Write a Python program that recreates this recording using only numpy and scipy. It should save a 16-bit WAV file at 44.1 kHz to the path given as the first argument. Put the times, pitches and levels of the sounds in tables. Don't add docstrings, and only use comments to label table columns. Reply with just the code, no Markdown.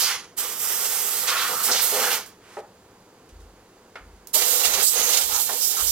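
import sys
import numpy as np
from scipy import signal
from scipy.fft import rfft, irfft, next_fast_len
from scipy.io import wavfile
from scipy.ndimage import map_coordinates

SR = 44100
rng = np.random.default_rng(int(sys.argv[2]) if len(sys.argv) > 2 else 0)


def wrap_up_sound(samples):
    columns = np.atleast_2d(samples).T
    tamed = np.clip(columns, -1, 1)
    steps = np.round(tamed * 32767).astype(np.int16)
    wavfile.write(sys.argv[1], SR, steps)


N = 260631
TIME = np.arange(N) / SR
EVENT_TIME = TIME[:SR // 2]


def amp(db):
    return 10 ** (np.asarray(db) / 20)

def along(points, hz):
    f, value = np.transpose(points)
    return np.interp(np.log(hz + 1), np.log(f + 1), value)

def hump(centre_hz, octaves):
    return lambda hz: np.exp(-.5 * (np.log2((hz + 1) / centre_hz) / octaves) ** 2)

def resonance(pitch_hz, half_width_hz):
    return lambda hz: 1 / (1 + ((hz ** 2 - pitch_hz ** 2) / (2 * half_width_hz * (hz + 1))) ** 2)

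def filtered(x, response):
    size = next_fast_len(x.shape[-1] + SR // 4, real=True)
    spectrum = rfft(x, size) * response(np.fft.rfftfreq(size, 1 / SR))
    return irfft(spectrum, size)[..., :x.shape[-1]]

def noise(response, size=N):
    pair = filtered(rng.standard_normal((2, size)), response)
    return pair / np.sqrt(np.mean(pair ** 2) + 1e-20)

def wobble(rate):
    return map_coordinates(rng.standard_normal(int(N * rate / SR) + 4), [TIME * rate])

def add(track, start, sound):
    part = track[..., max(round(start * SR), 0):][..., :sound.shape[-1]]
    part += sound[..., :part.shape[-1]]

def add_noise(track, start, envelope, response):
    add(track, start, envelope * noise(response, size=len(envelope)))


# ([f/Hz, right minus left/dB], f/Hz above which they tend to antiphase)
FROM_INSIDE_CASE = ([(1000, -0.2), (2400, 2), (4500, 5.5), (8000, 8), (13000, 10)], 9300)
FROM_RIM = ([(1000, 2), (2400, 5.6), (4200, 11.2), (8000, 13), (15000, 12)], 3800)
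FROM_AROUND = ([(400, -1), (1000, 1), (4000, 4.5), (8000, 5), (15000, 2.5)], 6600)
# f/Hz, coherence (0-1)
COHERENCE = [(300, 1), (1000, 0.94), (2000, 0.86), (4000, 0.44), (8000, 0.7), (14000, 0.6)]

def placed(pair, path, shadow_hz=600):
    balance, antiphase_hz = path
    def response(hz):
        coherence = along(COHERENCE, hz)
        right = amp(along(balance, hz) * hz ** 2 / (hz ** 2 + shadow_hz ** 2))
        phase_lead = np.pi * (1 - np.exp(-hz / antiphase_hz))
        shared = right * coherence * np.exp(1j * phase_lead)
        own = right * np.sqrt(1 - coherence ** 2)
        mid_gain = np.sqrt(abs(1 + shared) ** 2 + own ** 2) / 2
        return np.array([np.ones_like(hz), shared, own]) / mid_gain
    left, shared, own = filtered(pair[[0, 0, 1]], response)
    return np.array([left, shared + own])


# f/Hz, relative level/dB
VENT_SPECTRUM = [(15, -25), (25, -11), (102, -6.5), (157, -7), (185, -1), (217, -5), (416, -2), (516, -3),
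                 (560, -8.5), (911, -8), (1290, -12.5), (1400, -13), (2350, -20.5), (4490, -24.5),
                 (16000, -34)]
# f/Hz, half-width/Hz, level/dB
VENT_BANDS = [(4740, 280, -77), (6700, 600, -75)]

def ventilation_and_hum(air_db=-53.5, hum_db=-68.5, hum_hz=100):
    air = amp(air_db) * noise(lambda hz: amp(along(VENT_SPECTRUM, hz)))
    air += sum(amp(db) * noise(resonance(hz, width)) for hz, width, db in VENT_BANDS)
    return placed(air, FROM_AROUND) + amp(hum_db) * np.sin(2 * np.pi * hum_hz * TIME)


# f/Hz, relative level/dB
JET_SPECTRUM = [(4400, -23), (7500, 6.5), (8300, 6), (10100, 2), (12500, 8), (14500, 7.5), (16000, -3)]
EDGE_SPECTRUM = [(1410, -28.5), (2400, -10.5), (2870, 0.5), (4290, 4.5), (6540, 5), (8200, -10),
                 (10700, -2.5), (18000, -120)]
SLOT_SPECTRUM = [(500, -34), (850, -6.5), (1070, -3.5), (1130, -2.5), (1400, -2), (1590, -5.5), (1740, -4),
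                 (2140, -4.5), (2600, -7), (3380, -6.5), (5720, -120)]
CAVITY_SPECTRUM = [(71, -87), (120, -64), (193, -14), (285, -12.5), (322, -20.5), (354, -6.5), (393, -6),
                   (459, 0.5), (518, -2.5), (575, -8.5), (643, -7), (799, -2.5), (950, -9.5), (1240, -15),
                   (2090, -120)]
# opening t/s, rise/s, release t/s, base level/dB on edges, in slots and in the cavity,
# nozzle position (0 inside, 1 at the near rim)
TRIGGER_PULLS = [(-.05, .01, 0.11, -26, -33.5, -51, 0), (0.362, 0.024, 2.1376, -32, -36, -42.5, 0),
                 (4.329, .016, 6.0, -31, -38, -40.5, 1)]
# t/s, level/dB
JET_STRENGTH = [
    [(.04, -27), (.1, -34.5)],
    [(.445, -32), (.565, -35), (.62, -27), (1.2, -27), (1.32, -31), (1.6, -29), (1.8, -29), (1.85, -24.5),
     (2.08, -28), (2.13, -26.5)],
    [(4.45, -25.5), (4.505, -21.5), (4.78, -28), (4.87, -22), (4.97, -27), (5.14, -24), (5.3, -29),
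     (5.42, -22.5), (5.48, -29.5), (5.59, -28), (5.65, -23), (5.69, -24), (5.745, -29.5), (5.82, -24.5)],
]
# t/s, level/dB
JET_IMPACT = [
    [(.01, -37.5), (.13, -30.5)],
    [(.45, -38.5), (.58, -46), (.66, -38.5), (.95, -38), (1.05, -39.5), (1.23, -38.5), (1.3, -34),
     (1.58, -39.5), (1.74, -31), (1.88, -37), (1.96, -31), (2.09, -29.5)],
    [(4.4, -35), (4.57, -37), (4.81, -30), (4.88, -49), (4.96, -33.5), (5.19, -34.5), (5.27, -45),
     (5.34, -38), (5.46, -47), (5.52, -42), (5.66, -48), (5.8, -40), (5.9, -48.5)],
]
# dB/dB of impact, of strength and of pressure loss, flutter/dB
SENSITIVITY = [(.4, 0.48, .7, 1), (.95, 0, .68, .9), (.95, 0, .72, 1.04)]

def air_gun(burst_db=9.5, burst_s=.054, bleed_db_per_s=255, ease_s=.031, shut_s=.244):
    out = np.zeros((2, N))
    gusts = flares() + roars() + whistles()
    spectra = JET_SPECTRUM, EDGE_SPECTRUM, SLOT_SPECTRUM, CAVITY_SPECTRUM
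    jet, *case_noises = [noise(lambda hz: amp(along(shape, hz))) for shape in spectra]
    flutter = wobble(rate=64)
    base_strength_db, base_impact_db = -25.5, -36
    for pull, strength, impact in zip(TRIGGER_PULLS, JET_STRENGTH, JET_IMPACT):
        opens, rise, release, *levels_db, at_rim = pull
        burst = burst_db * np.exp(-(np.maximum(TIME - opens, 0) / burst_s) ** 2)
        released = np.maximum(TIME - release, 0)
        loss_db = bleed_db_per_s * released * (1 - np.exp(-released / ease_s))
        jet_db = np.interp(TIME, *np.transpose(strength)) + burst
        impact_db = np.interp(TIME, *np.transpose(impact)) - base_impact_db
        air = jet * amp(jet_db - 1.23 - loss_db + .5 * flutter) + gusts * amp(-.75 * loss_db)
        for part, db, sensitivity in zip(case_noises, levels_db, SENSITIVITY):
            by_impact, by_strength, by_loss, flutter_db = sensitivity
            drive_db = by_impact * impact_db + by_strength * (jet_db - base_strength_db)
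            air += part * amp(db + drive_db - by_loss * loss_db + flutter_db * flutter)
        valve_opening = np.clip((TIME - opens) / rise, 0, 1) ** 2
        valve_closing = np.clip((release + shut_s - TIME) / .02, 0, 1)
        air *= valve_opening * valve_closing
        out += placed(air + rim_ring(air), FROM_RIM) if at_rim else placed(air, FROM_INSIDE_CASE)
    return out

def moving_echoes(x, strength=.14, drift_s=.00013, count=7):
    out = x.copy()
    for delay in rng.uniform(.001009, .013, count):
        emitted = TIME - delay - drift_s * wobble(rate=3)
        out += strength * np.array([np.interp(emitted, TIME, side, left=0) for side in x])
    return out / np.sqrt(1 + count * strength ** 2)

def sweep(length, skew=.7):
    progress = np.minimum(EVENT_TIME / length, 1)
    return np.sqrt(np.abs(np.sin(np.pi * progress ** skew)))


# t/s, relative level/dB, f/Hz, half-width/Hz, duration/s
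GAP_WHISTLES = [(.06, -33.5, 2040, 130, 0.12), (.005, -28, 4950, 250, .09), (0.602, -37, 5500, 650, 0.48),
                (1.27, -32.5, 1170, 130, 0.39), (1.278, -30.5, 1410, 120, 0.27),
                (1.541, -34, 1250, 200, 0.12), (1.683, -25.5, 1290, 196, .035),
                (1.922, -27.5, 482, 70, .09), (2.008, -28.5, 1600, 250, 0.12), (4.37, -39, 497, 70, .47),
                (4.935, -41, 510, 70, .33), (4.423, -32.5, 2860, 45, .024), (4.422, -31, 6779, 50, 0.026),
                (4.634, -31, 2800, 70, 0.022), (4.72, -30, 6400, 350, 0.031), (4.828, -27, 8000, 330, 0.14),
                (4.945, -28.5, 6460, 400, 0.21), (5.168, -33, 8040, 250, 0.073),
                (5.306, -36, 1290, 130, .1), (5.294, -37.5, 895, 140, .13), (5.765, -34, 1220, 160, .07)]

def whistles():
    out = np.zeros((2, N))
    for start, db, pitch_hz, width_hz, length in GAP_WHISTLES:
        add_noise(out, start, amp(db - 2.3) * sweep(length), resonance(pitch_hz, width_hz))
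    return out


# t/s, relative level/dB, centre f/Hz, spread/octaves, nominal duration/s
JET_FLARES = [(.012, -26.5, 4300, 0.84, .06), (1.268, -20.5, 3660, 0.87, 0.039),
              (1.36, -26, 3480, 0.47, 0.074), (1.47, -51, 172, .3, .16), (1.626, -19.5, 10000, 1.1, 0.047),
              (1.711, -17.5, 5300, 0.41, 0.02), (1.731, -22.5, 4500, .6, 0.073),
              (1.814, -20.5, 11500, 0.54, 0.03), (2.1, -27, 2900, 0.36, 0.026),
              (4.352, -26.5, 795, 0.33, 0.016), (4.419, -20.5, 2270, 2.1, 0.012),
              (4.641, -18.5, 3640, 1.9, 0.025), (4.733, -21, 4870, 0.98, 0.02),
              (4.825, -17.5, 12500, 0.99, 0.023), (4.862, -21, 6560, 0.62, 0.027),
              (5.125, -21, 4130, 0.99, 0.023), (5.169, -17.5, 4850, 1.1, 0.011),
              (5.206, -23.5, 5500, 1.2, 0.021), (5.332, -26.5, 6170, 0.25, 0.033),
              (5.49, -27, 880, 0.92, 0.011), (5.6, -27.5, 5400, 0.17, 0.077),
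              (5.858, -27.5, 5460, 0.21, 0.082)]

def flares():
    out = np.zeros((2, N))
    for start, db, centre_hz, octaves, length in JET_FLARES:
        age = 2 * EVENT_TIME / length
        swell = age * np.exp(1 - age)
        add_noise(out, start, amp(db - 3) * swell, hump(centre_hz, octaves))
    return out


# t/s, relative level/dB, duration/s, opening (0 cavity, 1 slots)
OPENING_ROARS = [(.015, -36.5, 0.041, 0), (1.272, -29, .25, 1), (1.492, -34.5, 0.082, 0),
                 (1.682, -30.5, .055, 0), (1.743, -30, 0.025, 0), (1.784, -32, 0.031, 1),
                 (1.912, -32.5, .2, 0), (4.346, -37.5, 0.043, 0), (5.49, -36, .1, 0)]

def roars():
    out = np.zeros((2, N))
    for start, db, length, in_slots in OPENING_ROARS:
        shape = SLOT_SPECTRUM if in_slots else CAVITY_SPECTRUM
        add_noise(out, start, amp(db - 1.5) * sweep(length), lambda hz: amp(along(shape, hz)))
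    return out


# centre t/s, half-duration/s, f/Hz, half-width/Hz, depth (0-1)
ECHO_NOTCHES = [(0.65, .26, 4220, 324, .66), (1.047, .084, 4180, 330, .62)]

def bottom_echo(x):
    for centre, half_length, notch_hz, width_hz, depth in ECHO_NOTCHES:
        hovering = np.exp(-((TIME - centre) / half_length) ** 2)
        x = x - depth * hovering * filtered(x, resonance(notch_hz, width_hz))
    return x


# t/s, level/dB, centre f/Hz, T60/s
GUN_CLICKS = [(2.261, -45, 10850, 0.16), (3.29, -58, 3960, .15), (3.401, -60, 4440, 0.18),
              (4.272, -33.5, 11100, 0.018), (4.281, -48, 9000, 0.14)]

def clicks():
    out = np.zeros((2, N))
    for start, db, centre_hz, t60 in GUN_CLICKS:
        add_noise(out, start, amp(db - 60 * EVENT_TIME / t60), hump(centre_hz, octaves=1.07))
    return out


# f/Hz, T60/s
CORRIDOR_DECAY = [(200, 0.31), (2000, 0.32), (12000, 0.15)]

def corridor(x):
    hz, t, spectrum = signal.stft(rng.standard_normal((2, SR // 2)), SR, nperseg=256)
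    decay = amp(-60 * t / along(CORRIDOR_DECAY, hz)[:, None])
    tail = signal.istft(spectrum * decay, SR, nperseg=256)[1]
    return signal.fftconvolve(x, tail / np.linalg.norm(tail[0]), axes=1)[:, :N]

def leak(start=2.4, end=2.62, breath_db=-52, hiss_db=-57):
    flow = np.clip((TIME - start) / .14, 0, 1) ** .5 * np.clip((end - TIME) / .016, 0, 1)
    breath = amp(breath_db) * noise(hump(1300, octaves=1))
    hiss = amp(hiss_db) * noise(hump(5900, octaves=.72))
    return flow * breath + flow ** 2 * hiss


# f/Hz, relative level/dB
PANEL_SPECTRUM = [(120, -55), (200, -49), (272, -25), (411, -0.5), (513, -4.5), (569, 3), (641, -3),
                  (984, -6), (1050, -10.5), (1270, -2.5), (1510, -9.5), (2400, -16), (6700, -39.5),
                  (9120, -39), (12000, -44), (15600, -72), (22000, -120)]
# t/s, level/dB, tilt/(dB per octave), T60/s, contact cut-off f/Hz
CASE_KNOCKS = [(2.569, -24, -5, 0.067, 5000), (2.583, -32, -8, 0.079, 5000), (3.955, -32, 5, 0.084, 4800)]

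def knocks(rise_s=.00083):
    out = np.zeros((2, N))
    for start, db, tilt, t60, cutoff_hz in CASE_KNOCKS:
        def panel(hz):
            tilt_db = tilt * np.log2(np.maximum(hz, 400) / 1000)
            return amp(along(PANEL_SPECTRUM, hz) + tilt_db) / (1 + (hz / cutoff_hz) ** 2)
        attack = 1 - np.exp(-EVENT_TIME / rise_s)
        add_noise(out, start, attack * amp(db - 60 * EVENT_TIME / t60), panel)
    return out


# t/s, relative level/dB
FOOTFALLS = [(3.31, -37.5), (4.001, -41), (4.645, -43), (5.225, -43), (5.797, -34)]
# f/Hz, relative level/dB, T60/s
FLOOR_MODES = [(46.3, -6, 0.56), (61.5, -13, .25), (75.5, -9, 0.28)]

def steps(rise_s=.017, roll_s=.14):
    out, t = np.zeros(N), TIME[:SR]
    attack = np.minimum(t / rise_s, 1)
    ringing_s = np.maximum(t - roll_s, 0)
    for start, db in FOOTFALLS:
        for hz, mode_db, t60 in FLOOR_MODES:
            envelope = attack * amp(db - 2 + mode_db - 60 * ringing_s / t60)
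            add(out, start, envelope * np.sin(2 * np.pi * (hz * t + rng.random())))
    return out


# f/Hz, half-width/Hz, level/dB relative to the hiss
STEEL_RIM_MODES = [(2286, 140, -9.5), (3020, 14, -10.5), (3800, 34, -3), (6960, 210, -6)]

def rim_ring(air):
    def response(hz):
        return sum(amp(db) * resonance(mode_hz, width)(hz) for mode_hz, width, db in STEEL_RIM_MODES)
    return filtered(air, response)

def scene():
    blasts = moving_echoes(bottom_echo(air_gun()))
    contacts = knocks() + clicks()
    handling = placed(contacts + amp(-5) * corridor(contacts) + leak(), FROM_INSIDE_CASE)
    return blasts + handling + steps() + ventilation_and_hum()

def record(dry, cutoff_hz=15950):
    return filtered(dry, lambda hz: 1 / np.sqrt(1 + (hz / cutoff_hz) ** 300))


dry = scene()
out = record(dry)
wrap_up_sound(out)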